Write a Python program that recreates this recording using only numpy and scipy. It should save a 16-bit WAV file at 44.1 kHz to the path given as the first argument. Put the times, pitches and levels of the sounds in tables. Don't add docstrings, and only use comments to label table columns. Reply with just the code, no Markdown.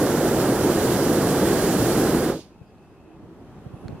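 import sys
import numpy as np
from scipy import signal
from scipy.fft import rfft, irfft
from scipy.io import wavfile
from scipy.ndimage import uniform_filter1d

SR = 44100
rng = np.random.default_rng(int(sys.argv[2]) if len(sys.argv) > 2 else 0)


def inscribe(sig):
    pcm = np.round(np.clip(np.atleast_2d(sig).T, -1, 1) * 32767)
    wavfile.write(sys.argv[1], SR, pcm.astype(np.int16))


N = 176400

# (time [s], flame level [dB], jet level [dB])
BURN_LEVEL = [(0, -19.5, -37), (.6, -20.5, -37), (.9, -19.5, -35.5), (1.18, -20, -36.5), (1.4, -19, -35.5),
              (1.9, -20, -35), (2.17, -20, -37.5), (2.24, -20.5, -40)]
# (time [s], level [dB])
FLAME_DECAY = [(2.24, 0), (2.305, -1.5), (2.355, -8.5), (2.40, -18.5), (2.44, -39), (2.52, -60)]
# (frequency [Hz], spectral density [dB])
FLAME_SPECTRUM = [(10, -45), (22, -32), (36, -21), (50, -7.5), (80, -11.5), (105, -15), (125, -4),
                  (200, -4), (260, -1), (345, 0.5), (420, -3), (455, -5.5), (490, -4.5), (620, -12),
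                  (710, -10.5), (1000, -18.5), (1350, -20), (1700, -22.5), (2200, -32.5), (3000, -50),
                  (6000, -73)]
# (frequency [Hz], left minus right [dB])
FLAME_PAN = [(100, -.5), (350, -1), (700, -2.5), (1400, -3.6), (2200, -7)]
# (frequency [Hz], left density [dB], right density [dB], coherence [0-1], left phase lead [rad])
JET_SPECTRUM = [(2260, -9, -2, 0.57, -1.1), (3000, -7, 0.5, 0.73, -0.6), (3700, -7, -1, 0.75, -1.55),
                (4450, -7.5, 1, 0.6, -2.5), (5150, -10.5, 0.5, 0.3, -2.5), (5650, -13.5, 0.5, 0.58, -1.5),
                (6430, -7, 0, 0.56, -2.5), (7100, -15, 1, 0.1, -3.1), (7500, -9, -1, 0.53, -1.5),
                (8250, -8, -0.5, 0.39, -2.0), (8850, -10, 0.5, 0.49, -1.9), (9900, -6.5, -1.5, 0.7, -1.5),
                (11200, -2.5, -1.5, 0.7, -1.96), (12800, -2.5, -1, 0.68, -2.5), (14200, -1, -1, 0.73, -2.5),
                (15600, -7, -7, 0.7, -2.5)]
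# (time [s], level [dB])
JET_DECAY = [(2.24, -0.5), (2.30, -2.5), (2.35, -10.5), (2.41, -22), (2.47, -31), (2.56, -53)]
# (frequency [Hz], spectral density [dB])
SIGH_SPECTRUM = [(1500, -17), (2400, -7), (3100, -2), (4000, -2), (4800, 1), (5600, -6), (6600, -3),
                 (8000, -18), (9500, -10), (10500, -24.5), (15000, -34)]
# (time [s], level [dB])
SIGH_ENVELOPE = [(2.2, -80), (2.29, -47), (2.35, -47), (2.41, -49), (2.46, -62), (2.52, -73), (2.65, -95)]
# (frequency [Hz], spectral density [dB])
DRAUGHT_SPECTRUM = [(10, -10), (35, 0), (70, -3), (150, -14), (400, -35), (1500, -80)]
# (time [s], level [dB], frequency [Hz], left minus right [dB])
GUSTS = [(2.616, -36.5, 135, 7), (3.237, -39.5, 95, -10), (3.669, -27, 124, -6), (3.743, -28.5, 120, -7),
         (3.847, -34, 180, -10), (3.859, -29.5, 106, -9), (3.894, -34, 170, 13), (3.909, -31, 120, -1),
         (3.930, -32, 110, -12), (3.951, -30.5, 150, 6)]
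# (time [s], level [dB])
KNOCKS = [(2.783, -60), (3.8823, -37.5)]
# (frequency [Hz], level [dB], time to decay by 60 dB [s])
FITTING_MODES = [(1520, 2, 0.0068), (2300, -1, .005), (3400, -3, .003), (4280, -1.5, .011),
                 (5600, -12, .006), (6760, -13, .008), (9400, -13, .004)]
# (frequency [Hz], spectral density [dB])
AIR_SPECTRUM = [(10, -41), (25, -20), (60, -4), (130, -4), (240, -5), (280, -6.5), (318, -7.5), (345, -6),
                (375, -6), (500, -14), (800, -15.5), (1300, -23.5), (2200, -32.5), (3000, -34), (4000, -39),
                (7000, -44), (11000, -46.5), (14000, -51), (15800, -59)]
# (frequency [Hz], correlation [-1 to 1])
AIR_CORRELATION = [(30, 0.22), (150, 0.93), (400, 0.98), (900, 0.97), (1500, 0.69), (2200, 0.38), (3500, 0),
                   (5000, -0.37), (12000, -0.033)]
# (time [s], body level [dB], treble level [dB])
AIR_GAIN_RECOVERY = [(2.5, -51, -48), (2.88, -50, -47.5), (3.1, -47, -49), (3.3, -46.5, -47),
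                     (3.55, -44, -44), (3.75, -43.5, -44), (3.9, -42.5, -42), (4.0, -42, -44)]
# (start [s], end [s], frequency [Hz], half-width [Hz], level [dB], left minus right [dB])
WHISTLE_BANDS = [(2.5, 3.17, 2590, 150, -72, 2), (2.665, 2.71, 4880, 260, -76, -9),
                 (2.77, 2.96, 4900, 250, -85, -6), (3.02, 3.52, 320.5, 10, -51, -3),
                 (3.722, 4.0, 2620, 170, -73, 0), (3.74, 3.87, 10300, 800, -76, -3)]

PAN = np.array([[.5], [-.5]])


def flame(gain_db=.14, flutter_db=.44, dulling_per_octave=.3):
    t, hz = grid(size=1024)
    decay_db, = curve(FLAME_DECAY, t)
    octaves = np.log2(np.maximum(hz / 350, 1))
    level = curve(BURN_LEVEL, t)[0] + gain_db + decay_db * (1 + dulling_per_octave * octaves)
    level += flutter_db * wander(t.shape, size=(6, 1))
    level += wander(level.shape, size=(8, 9))
    colour_db = spectrum(FLAME_SPECTRUM, hz)[0] + PAN * spectrum(FLAME_PAN, hz)[0]
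    return noise(colour_db, level, coherence=.99)


def crackle(pops_per_s=500, gain_db=-19.5, spread_db=1.5, band_hz=(506, 1860)):
    t = np.arange(N) / SR
    onsets = rng.random(N) < pops_per_s / SR
    sizes = amp(spread_db * np.minimum(rng.exponential(1, N), 4))
    pops = unit(bandpass(onsets * sizes, band_hz, order=3))
    level = gain_db + curve(BURN_LEVEL, t)[0] + 1.5 * curve(FLAME_DECAY, t)[0]
    return pops * amp(level - 3.2 * PAN)


def jets(gain_db=6, low_cut_hz=1860, flutter_db=.54, patchy_db=.5, dulling_per_octave=.2054):
    t, hz = grid(size=512)
    left_db, right_db, coherence, phase = spectrum(JET_SPECTRUM, hz)
    low_cut_db = -10 * np.log10(1 + (low_cut_hz / (hz + 1)) ** 6)
    decay_db, = curve(JET_DECAY, t)
    octaves = np.log2(np.maximum(hz, 3000) / 6000)
    level = curve(BURN_LEVEL, t)[1] + gain_db + decay_db * (1 + dulling_per_octave * octaves)
    level += flutter_db * wander(t.shape, size=(20, 1))
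    level += patchy_db * wander(level.shape, size=(40, 14))
    return noise(np.array([left_db, right_db]) + low_cut_db, level, coherence, phase)


def sigh(pan_db=-4.5):
    t, hz = grid(size=512)
    colour_db = spectrum(SIGH_SPECTRUM, hz)[0] + pan_db * PAN
    level = curve(SIGH_ENVELOPE, t)[0] + np.zeros_like(hz)
    return noise(colour_db, level, coherence=.4, phase=spectrum(JET_SPECTRUM, hz)[3])


def draught(gain_db=-54):
    t, hz = grid(size=2048)
    level = gain_db + curve(FLAME_DECAY, t)[0] + np.zeros_like(hz)
    return noise(spectrum(DRAUGHT_SPECTRUM, hz)[0], level, coherence=0)


def buffets(width_cycles=.48, wake_s=.018, wake_db=-15, wake_hz=(60, 370)):
    out = np.zeros((2, N))
    wake = unit(bandpass(rng.standard_normal((2, N)), wake_hz, order=2))
    for centre, db, hz, pan_db in GUSTS:
        t = np.arange(N) / SR - centre
        envelope = np.exp(-.5 * (t * hz / width_cycles) ** 2)
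        push = envelope * np.cos(2 * np.pi * t * hz + np.pi / 4)
        ragged = wake * amp(wake_db) * np.exp(-abs(t) / wake_s)
        out += (push + ragged) * amp(db + pan_db * PAN)
    return out


def ticks(pan_db=-3):
    out = np.zeros(N)
    for start, knock_db in KNOCKS:
        t = np.maximum(np.arange(N) / SR - start, 0)
        for k, (hz, db, t60) in enumerate(FITTING_MODES):
            out += (-1) ** k * amp(knock_db + db - 60 * t / t60) * np.sin(2 * np.pi * hz * t)
    return out * amp(pan_db * PAN)


def air(crossover_hz=2500):
    t, hz = grid(size=2048)
    body_db, treble_db = curve(AIR_GAIN_RECOVERY, t)
    treble_share = hz ** 2 / (hz ** 2 + crossover_hz ** 2)
    level = body_db + (treble_db - body_db) * treble_share
    level += wander(level.shape, size=(8, 12))
    return noise(spectrum(AIR_SPECTRUM, hz)[0], level, spectrum(AIR_CORRELATION, hz)[0])


def whistles(fade_s=.03, coherence=.9, waver_db=2):
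    t, hz = np.arange(N) / SR, np.fft.rfftfreq(N, 1 / SR)
    out = np.zeros((2, N))
    for start, end, pitch, width, db, pan_db in WHISTLE_BANDS:
        passband = np.exp(-((hz - pitch) / width) ** 2)
        bands = irfft(rfft(rng.standard_normal((3, N))) * passband, N)
        tone = unit(np.sqrt(coherence) * bands[0] + np.sqrt(1 - coherence) * bands[1:])
        gate = np.clip(np.minimum(t - start, end - t) / fade_s + .5, 0, 1)
        waver = uniform_filter1d(uniform_filter1d(rng.standard_normal(N), size=1500), size=1500)
        out += tone * gate * amp(db + waver_db * unit(waver) + pan_db * PAN)
    return out


def amp(db):
    return 10 ** (np.asarray(db) / 20)


def unit(x):
    return x / np.sqrt(np.mean(x ** 2) + 1e-20)


def bandpass(x, band_hz, order):
    return signal.sosfilt(signal.butter(order, band_hz, "bandpass", fs=SR, output="sos"), x)


def curve(table, t):
    times, *columns = np.transpose(table)
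    return [np.interp(t, times, c) for c in columns]


def spectrum(table, hz):
    frequencies, *columns = np.transpose(table)
    return [np.interp(np.log(hz + 1), np.log(frequencies + 1), c) for c in columns]


def grid(size):
    return np.arange(4 * N // size + 5)[:, None] * size / 4 / SR, np.fft.rfftfreq(size, 1 / SR)


def wander(shape, size):
    window = np.outer(*[np.hanning(k + 2) for k in size])
    return unit(signal.fftconvolve(rng.standard_normal(shape), window, "same"))


def noise(colour_db, level_db, coherence, phase=0):
    frames, bins = level_db.shape
    size, coherence = 2 * (bins - 1), np.clip(coherence, -1, 1)
    a, b, c, d = rng.standard_normal((4, frames, bins))
    right = a + 1j * b
    left = (coherence * right + np.sqrt(1 - coherence ** 2) * (c + 1j * d)) * np.exp(1j * phase)
    coloured = np.array([left, right]) * amp(colour_db).reshape(-1, 1, bins)
    framing = dict(nperseg=size, noverlap=size - size // 4, time_axis=1, freq_axis=2)
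    plain = signal.istft(coloured, **framing)[1][:, :N]
    shaped = signal.istft(coloured * amp(level_db), **framing)[1][:, :N]
    return shaped / plain.std()


def scene():
    return flame() + crackle() + jets() + sigh() + draught() + air() + whistles() + buffets() + ticks()


def record(dry):
    low_cut = signal.butter(N=2, Wn=34, btype="highpass", fs=SR, output="sos")
    band_limit = signal.firwin(1023, cutoff=15800, window=("kaiser", 9), fs=SR)
    return signal.oaconvolve(signal.sosfilt(low_cut, dry), band_limit[None], "same")


dry = scene()
out = record(dry)
inscribe(out)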